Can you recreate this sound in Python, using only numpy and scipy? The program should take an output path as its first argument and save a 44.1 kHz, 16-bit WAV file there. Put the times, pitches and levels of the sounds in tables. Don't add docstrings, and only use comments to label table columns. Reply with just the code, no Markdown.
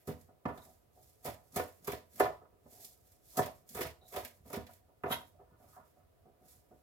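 import sys
import numpy as np
from scipy import signal
from scipy.fft import rfft, irfft
from scipy.io import wavfile
from scipy.ndimage import uniform_filter1d

SR = 44100
rng = np.random.default_rng(int(sys.argv[2]) if len(sys.argv) > 2 else 0)


def amplitude_ratio(level_db):
    exponent = np.asarray(level_db, float) / 20
    return 10 ** exponent


def store_wav(level_fs):
    pcm = np.round(np.clip(np.atleast_2d(level_fs), -1, 1) * 32767)
    wavfile.write(sys.argv[1], SR, pcm.T.astype(np.int16))


N = 300762
TIME = np.arange(N) / SR

# t/s, force/dB, weight into the counter/dB,
# landing/dB (negative towards the middle, positive towards the edge), contact/ms
KNOCKS = [(0.0746, -39.5, -2.5, -7.5, 20.6), (0.0974, -55, 0, -8, 2.9), (0.4538, -33.5, -3, -0.5, 4),
          (0.572, -54.5, -6, 2, 9.3), (1.2484, -41, -11.5, -1.5, 17.5), (1.2744, -43, -8.5, 18, 9.1),
          (1.5601, -34.5, -6, 3, 8.2), (1.5928, -33, -12, -5, 5.8), (1.8757, -35, -12, -15, 6),
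          (1.9288, -41.5, -2.5, -1.5, 3.8), (2.2007, -23, -25.5, -2, 3.6), (2.2191, -40, -37, -0.5, 18),
          (2.2545, -34, -35.5, 22, 8.1), (3.3728, -37.5, -2, -2.5, 6.4), (3.3876, -28, -8, 0.5, 2.7),
          (3.4624, -44.5, -9.5, 9, 10), (3.7484, -42.5, -8, -12.5, 8.8), (3.7852, -39, -23, -23, 12),
          (3.8074, -39, -7.5, -4, 4.7), (3.8474, -42, -5, -3, 6), (4.121, -51, -14, -15, 11),
          (4.1605, -36, -16.5, 5, 12), (4.2492, -58.5, -3.5, 21, 8.8), (4.5305, -40.5, -11, -16, 2.9),
          (4.5693, -43.5, 2.5, -24, 7), (5.036, -32.5, -13.5, -3, 1.9), (5.0561, -38.5, -8, -28, 6.1),
          (5.1033, -38.5, -6, 0, 3.7)]
SCUFFS = [(0.2783, -60.5, -7.5, 5, 18), (0.6507, -59, -6.5, 6.5, 29), (0.9544, -61, -13.5, 6, 34),
          (1.525, -80, 13, 0, 20), (1.81, -78, 10.5, -7, 40), (2.135, -76, 14, -12, 33),
          (2.4105, -57, -13, -2, 19), (2.519, -61.5, -16, -16, 24), (2.653, -59, 2, 1.5, 9.2),
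          (2.712, -63, -5, 1, 25), (2.7664, -62, -14, 6, 35), (2.8354, -66.5, -4, 4, 14.6),
          (3.7, -70, 9, -2, 27), (4.0104, -61, -11, 6, 25), (4.315, -67.5, -16.5, 19, 14),
          (4.4464, -56.5, -5, -5.5, 25), (4.497, -50.5, -12, 1, 10.5), (4.6854, -56.5, -13, 3, 9),
          (4.8794, -64, -16, 5.5, 18.6), (5.245, -82.5, 14, 0, 13), (5.333, -65.5, -10.5, 13.5, 29),
          (5.385, -56, -15.5, 1.5, 25.4), (5.5127, -69.5, 3, -6.5, 15), (5.593, -65, -12, 7.5, 17),
          (5.62, -62, -9, 13.5, 35), (5.761, -51, -28, 15, 9.5), (5.78, -61.5, -7.5, 11, 20),
          (5.959, -65, -8, 13.5, 24), (5.99, -76.5, -1, 11.5, 13), (6.2468, -60.5, -6.5, 0, 25.4),
          (6.4069, -64.5, -2, -1, 31), (6.5528, -80, 3, 3.5, 12.5), (6.7027, -60.5, -6, -0.5, 23)]
# t/s, crackle level/dB, body level against the crackle/dB, push on the board/dB
CUTS = [(0.088, -60.5, -2.5, -54.5), (0.483, -72.5, -1, -41), (1.265, -51, -4, -45.5),
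        (1.57, -49, -3, -39.5), (1.879, -55, -1, -43.5), (1.93, -64.5, 2, -93), (2.21, -53, 0.5, -34),
        (2.242, -68, 1, -47), (3.378, -48.5, -46.5, -36.5), (3.42, -60.5, 8, -64),
        (3.772, -51.5, -4, -44.5), (3.83, -54.5, 1, -66), (4.14, -56, -3, -46), (4.18, -56.5, -2, -54.5),
        (4.25, -67, 1, -88), (4.54, -55.5, 1, -45), (5.065, -88, 13.5, -41), (5.115, -51, -4.5, -48.5)]
# t/s, level/dB, body level against that level/dB
SNAPS = [(0.0721, -49.5, -15), (0.2104, -68, -12), (0.4539, -68, 9), (0.574, -60, 0.5),
         (1.2451, -52.5, -25), (1.254, -47.5, -36), (1.521, -67.5, -26), (1.5418, -58.5, -62),
         (1.5595, -37, -25.5), (1.6367, -59.5, -25), (1.8448, -53.5, -32), (1.8721, -43.5, -22),
         (1.9174, -44, -2), (1.9343, -57.5, -22), (2.133, -69, -18.5), (2.157, -59, -11.5),
         (2.1973, -39.5, -15.5), (2.8462, -50.5, -27.5), (3.1178, -69.5, -22), (3.37, -37.5, -34),
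         (3.3894, -47.5, -33.5), (3.458, -49.5, -9), (3.69, -57.5, -31), (3.7463, -49.5, -19),
         (3.8073, -38, -2.5), (3.8294, -57, -8), (3.8687, -53.5, -6), (4.079, -65, -17), (4.122, -64.5, -3),
         (4.1607, -43, 0.5), (4.2485, -48, -5), (4.276, -56.5, -22), (4.4655, -74.5, -20), (4.53, -47, -11),
         (4.559, -52.5, -27), (4.666, -62, 3.5), (4.734, -66, -27), (5.034, -61.5, -38),
         (5.686, -74.5, -30)]
# t/s, crackle level/dB, body level against the crackle/dB, swell/ms, fade/ms
RUSTLES = [(0.01, -79, -5, 30, 18), (0.21, -79, -18, 35, 45), (0.64, -71, -17, 58, 85),
           (1.06, -74.5, -32, 69, 83), (1.47, -82.5, -50, 61, 66), (1.68, -78.5, -12, 42, 220),
           (2.16, -68.5, -16, 30, 43), (2.79, -64.5, -19.5, 61.5, 41), (2.86, -65.5, -51, 34, 52),
           (3.11, -76, -19, 94, 31), (3.32, -67.5, -28, 60, 52), (3.55, -78.5, -41, 58, 52),
           (3.705, -62.5, -17, 16, 63), (4.11, -71, -28, 40, 46), (4.33, -78.5, -30, 29, 40),
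           (4.49, -67.5, -10, 26, 18), (4.72, -74, -9, 43, 53), (5.29, -82.5, -12, 65, 27),
           (5.61, -81, -10, 17.6, 55), (5.705, -73.5, -18, 18, 56), (5.88, -84, -10, 50, 80),
           (6.51, -70, -20, 43, 57), (6.78, -86.5, -10, 71, 40)]
# t/s, level/dB, swell/ms, fade/ms
SLIDES = [(0.6, -62.5, 60, 29), (2.44, -73, 67, 26), (5.5, -74, 36, 72), (5.68, -75, 50, 59),
          (5.8, -64.5, 21, 31), (6.015, -75, 17, 17), (6.5, -83, 93, 67)]
# t/s, level/dB
SCRAPE = [(5.097, -61.5), (5.123, -37.5), (5.198, -72.5), (5.213, -64.5), (5.26, -82.5)]
# t/s, level/dB, f/Hz, length/ms
TINKS = [(0.575, -79, 3800, 37), (4.011, -82, 3860, 42)]
# f/Hz, width/Hz, relative level/dB
BOARD_MODES = [(84, 18, -3.5), (111.4, 8.3, -7.5), (157.4, 27, -7.5), (255, 42, -6.5), (320.5, 57, -6),
               (354, 37, -1), (414, 29, 0), (501.3, 29, -1.5), (583.4, 48, 1.5), (651.6, 58, 2),
               (743, 27, 1), (841, 30, -7.5), (979, 58, -2.5), (1080, 84, -6.5), (1283, 180, -10.5),
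               (1454, 32, -10.5), (1627, 160, -27), (1770, 57, -11.5), (2038, 99, -20), (2250, 68, -19),
               (2790, 1300, -22)]
FAMILY_EDGES = [0, 290, 540, 930, 4000]
RADIATION_DB = [8.5, 1.5, 1, -7]
# f/Hz, width/Hz, relative level/dB
BLADE_MODES = [(946, 67, 1.5), (1468, 87, -0.5), (2040, 130, -11), (2610, 280, -15), (3270, 130, -5.5),
               (3784, 93, -6), (4900, 2000, -24.5), (11200, 210, -7), (13450, 300, -13)]
# f/Hz, relative level per Hz/dB
CRACKLE_TONE = [(880, -30.5), (1500, -1), (2080, -2.5), (2510, -6), (4970, -6.5), (6310, -9), (7540, -7),
                (9190, -6), (12900, -3), (16000, -5.5)]
# f/Hz, relative level per Hz/dB
HUM_TONE = [(24, -35), (40, 1), (91, 4.5), (167, -8), (204, -12), (363, -10.5), (503, -9), (630, -14.5),
            (733, -13.5), (896, -27), (1550, -25.5), (6490, -35), (12800, -30.5), (16000, -29)]
# f/Hz, time to fade by 60 dB/s, tail level/dB,
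# counter and sink level/dB (both before the band filter), likeness of left and right/0-1
KITCHEN = [(102, 0.51, -9.5, -7, 0.5), (375.4, 0.21, -4, -26.5, 0.82), (1000, 0.3, -3, -2, 0.11),
           (2500, 0.24, -1.5, 6.5, 0.1), (5600, 0.31, -3, 4.5, .05), (12640, 0.21, -19.5, 3, .05)]

# (rise ms, fall ms)
CUT_CRACKLE_MS, CUT_BODY_MS, CUT_PUSH_MS = (14, 36.6), (8.8, 35.4), (10.5, 33.9)
SNAP_MS, SNAP_RISE_MS, SNAP_BODY_RISE_MS = 5.34, .17, .99
REST_CRACKLE_DB, REST_PUSH_DB = -97, -80.5
STIFFENING = 0.22
PLACES = 3
HUM_DB = -68.5
LEFT_OVER_RIGHT_DB = -2.5
RIGHT_LEAD = 7


def board():
    cut_s, _, _, push_db = np.transpose(CUTS)
    push_level = swells(cut_s, push_db, *CUT_PUSH_MS, order=1) + amplitude_ratio(REST_PUSH_DB)
    push = push_level * grit(rate=6000, scatter_db=2)
    push = signal.sosfilt(signal.butter(2, 1400, fs=SR, output="sos"), push)
    knocks = blows(KNOCKS, cut_hz=2120, strike_db=20.5, clack_db=4.5, clack_db_per_ms=-0.44)
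    scuffs = blows(SCUFFS, cut_hz=1650, strike_db=0.5, clack_db=5, clack_db_per_ms=-0.41)
    return band(knocks + scuffs + ring(push, BOARD_MODES), 68, 8300)


def blows(table, cut_hz, strike_db, clack_db, clack_db_per_ms):
    s, force_db, weight_db, landing_db, ms = np.transpose(table)
    yielding = signal.butter(5, cut_hz, fs=SR, output="sos")
    rattle = grit(rate=8000, scatter_db=-0.5)
    rise_ms = ms ** 2 / 90
    middle_db = -np.maximum(landing_db, 0)
    edge_db = np.minimum(landing_db, 0)
    short_db = clack_db + clack_db_per_ms * ms
    short_db = short_db + STIFFENING * (force_db - force_db.mean())
    shares_db = [weight_db, middle_db, edge_db, short_db]
    out = 0
    for lo, hi, share_db, out_db in zip(FAMILY_EDGES, FAMILY_EDGES[1:], shares_db, RADIATION_DB):
        force = rattle * bursts(s, force_db + share_db, ms, rise_ms)
        force[(s * SR).astype(int)] += amplitude_ratio(force_db + share_db + strike_db)
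        force = signal.sosfilt(yielding, force)
        family = [mode for mode in BOARD_MODES if lo <= mode[0] < hi]
        out = out + amplitude_ratio(out_db) * ring(force, family)
    return out


def leaves():
    cut_s, cut_db, cut_body_db, _ = np.transpose(CUTS)
    stir_s, stir_db, stir_body_db, swell_ms, fade_ms = np.transpose(RUSTLES)
    snap_s, snap_db, snap_body_db = np.transpose(SNAPS)
    grains = np.array([grit(rate=3500, scatter_db=1.9) for _ in range(PLACES)])
    grains = colour(grains, CRACKLE_TONE)
    bright = unit(band(grains, 4800, 16000))
    dull = unit(band(grains, 1700, 6800))
    flicker = amplitude_ratio(1.2 * walk(60))

    top = swells(cut_s, cut_db, *CUT_CRACKLE_MS, order=1)
    top = top + swells(stir_s, stir_db, swell_ms, fade_ms, order=2)
    top = flicker * (top + amplitude_ratio(REST_CRACKLE_DB))
    top = top + bursts(snap_s, snap_db, SNAP_MS, SNAP_RISE_MS)

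    body = swells(cut_s, cut_db + cut_body_db, *CUT_BODY_MS, order=1)
    body = body + swells(stir_s, stir_db + stir_body_db, swell_ms, fade_ms, order=2)
    body = flicker * body + bursts(snap_s, snap_db + snap_body_db, SNAP_MS, SNAP_BODY_RISE_MS)
    return (top * bright + body * dull) / np.sqrt(PLACES)


def slides():
    s, db, swell_ms, fade_ms = np.transpose(SLIDES)
    rub = swells(s, db, swell_ms, fade_ms, order=2) * grit(rate=9000, scatter_db=4.5)
    upper_modes = [mode for mode in BOARD_MODES if mode[0] >= FAMILY_EDGES[3]]
    return ring(band(rub, 900, 1670), upper_modes)


def blade():
    at, db = np.transpose(SCRAPE)
    drag = amplitude_ratio(np.interp(TIME, at, db, left=-200, right=-200))
    out = ring(drag * grit(rate=3100, scatter_db=0), BLADE_MODES)
    for s, db, hz, ms in TINKS:
        touch = bursts([s], [db], [ms], rise_ms=1.3) * grit(rate=3400, scatter_db=5.5)
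        mode = [(hz, 330, 0)]
        out = out + ring(ring(touch, mode), mode)
    return out


def heard(x):
    late = np.concatenate([np.zeros(RIGHT_LEAD), x])[:N]
    return np.array([late, x]) + kitchen(x)


def kitchen(x):
    t = np.arange(SR // 2) / SR
    hz = [row[0] for row in KITCHEN]
    edges = [40, *np.sqrt(np.multiply(hz[1:], hz[:-1])), 20000]
    near = np.exp(-t / 0.0058)
    near = near / np.linalg.norm(near)
    echo = 0
    for k, (_, t60, tail_db, near_db, likeness) in enumerate(KITCHEN):
        shared, opposed = band(rng.standard_normal((2, len(t))), edges[k], edges[k + 1])
        same = np.sqrt(1 + likeness) * shared
        apart = np.sqrt(1 - likeness) * np.array([[1], [-1]]) * opposed
        tail = (1 - np.exp(-t * 200)) * 1000 ** (-t / t60)
        fade = amplitude_ratio(tail_db) * tail / np.linalg.norm(tail) + amplitude_ratio(near_db) * near
        echo = echo + (same + apart) * fade / np.sqrt(2)
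    return signal.fftconvolve(x[None], echo, axes=1)[:, :N]


def hum():
    shared, opposed = colour(rng.standard_normal((2, N)), HUM_TONE)
    bass = signal.butter(2, 300, fs=SR, output="sos")
    opposed = opposed - 0.76 * signal.sosfilt(bass, opposed)
    waver = amplitude_ratio(2.2 * walk(18))
    shared = shared + (waver - 1) * signal.sosfilt(bass, shared)
    return amplitude_ratio(HUM_DB) * unit(shared + opposed * np.array([[1], [-1]]))


def ring(force, modes):
    def through(x):
        out = 0
        for k, (hz, width, db) in enumerate(modes):
            r = np.exp(-np.pi * width / SR)
            w = 2 * np.pi * hz / SR
            tone = signal.lfilter([0, np.sin(w)], [1, -2 * r * np.cos(w), r * r], x)
            out = out + (-1) ** k * amplitude_ratio(db) * (1 - r) * tone
        return out
    click = signal.unit_impulse(SR // 2)
    return through(force) / np.sqrt(np.sum(through(click) ** 2))


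def grit(rate, scatter_db):
    hit = rng.random(N) < rate / SR
    clicks = hit * rng.standard_normal(N)
    size = amplitude_ratio(scatter_db * rng.exponential(size=N))
    return unit(clicks * size)


def bursts(times, db, ms, rise_ms):
    env = np.zeros(N + SR)
    t = np.arange(SR // 4) / SR * 1000
    for s, gain, fall, rise in np.broadcast(times, amplitude_ratio(db), ms, rise_ms):
        i = int(s * SR)
        env[i:i + len(t)] += gain * (1 - np.exp(-t / rise)) * np.exp(-t / fall)
    return env[:N]


def swells(times, db, rise_ms, fall_ms, order):
    t = np.arange(0, N / SR + .002, .001)[:, None]
    ms = (t - times) * 1000
    slope = np.abs(ms) / np.where(ms < 0, rise_ms, fall_ms)
    humps = amplitude_ratio(db) * np.exp(-slope ** order / order)
    return np.interp(TIME, t[:, 0], np.sum(humps, axis=1))


def walk(rate):
    k = int(SR / rate)
    steps = np.repeat(rng.standard_normal(N // k + 1), k)
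    return 1.9 * uniform_filter1d(uniform_filter1d(steps, k), k)[:N]


def band(x, lo_hz, hi_hz):
    return signal.sosfilt(signal.butter(2, [lo_hz, hi_hz], "band", fs=SR, output="sos"), x)


def colour(x, points):
    hz, db = np.transpose(points)
    f = np.maximum(np.fft.rfftfreq(x.shape[-1], 1 / SR), 1)
    gain = amplitude_ratio(np.interp(np.log(f), np.log(hz), db))
    return irfft(rfft(x) * gain, x.shape[-1])


def unit(x):
    return x / np.sqrt(np.mean(x ** 2))


def scene():
    work = heard(board() + slides()) + heard(blade()) + sum(heard(place) for place in leaves())
    sides = amplitude_ratio(np.array([[LEFT_OVER_RIGHT_DB], [-LEFT_OVER_RIGHT_DB]]) / 2)
    hum_sides = amplitude_ratio(np.array([[-.7], [.7]]))
    return sides * work + hum_sides * hum()


def top_cut(x):
    return signal.sosfilt(signal.butter(12, 16180, fs=SR, output="sos"), x)


def record(dry):
    mix = signal.sosfilt(signal.butter(3, 48, "high", fs=SR, output="sos"), dry)
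    return top_cut(mix)


dry = scene()
out = record(dry)
store_wav(out)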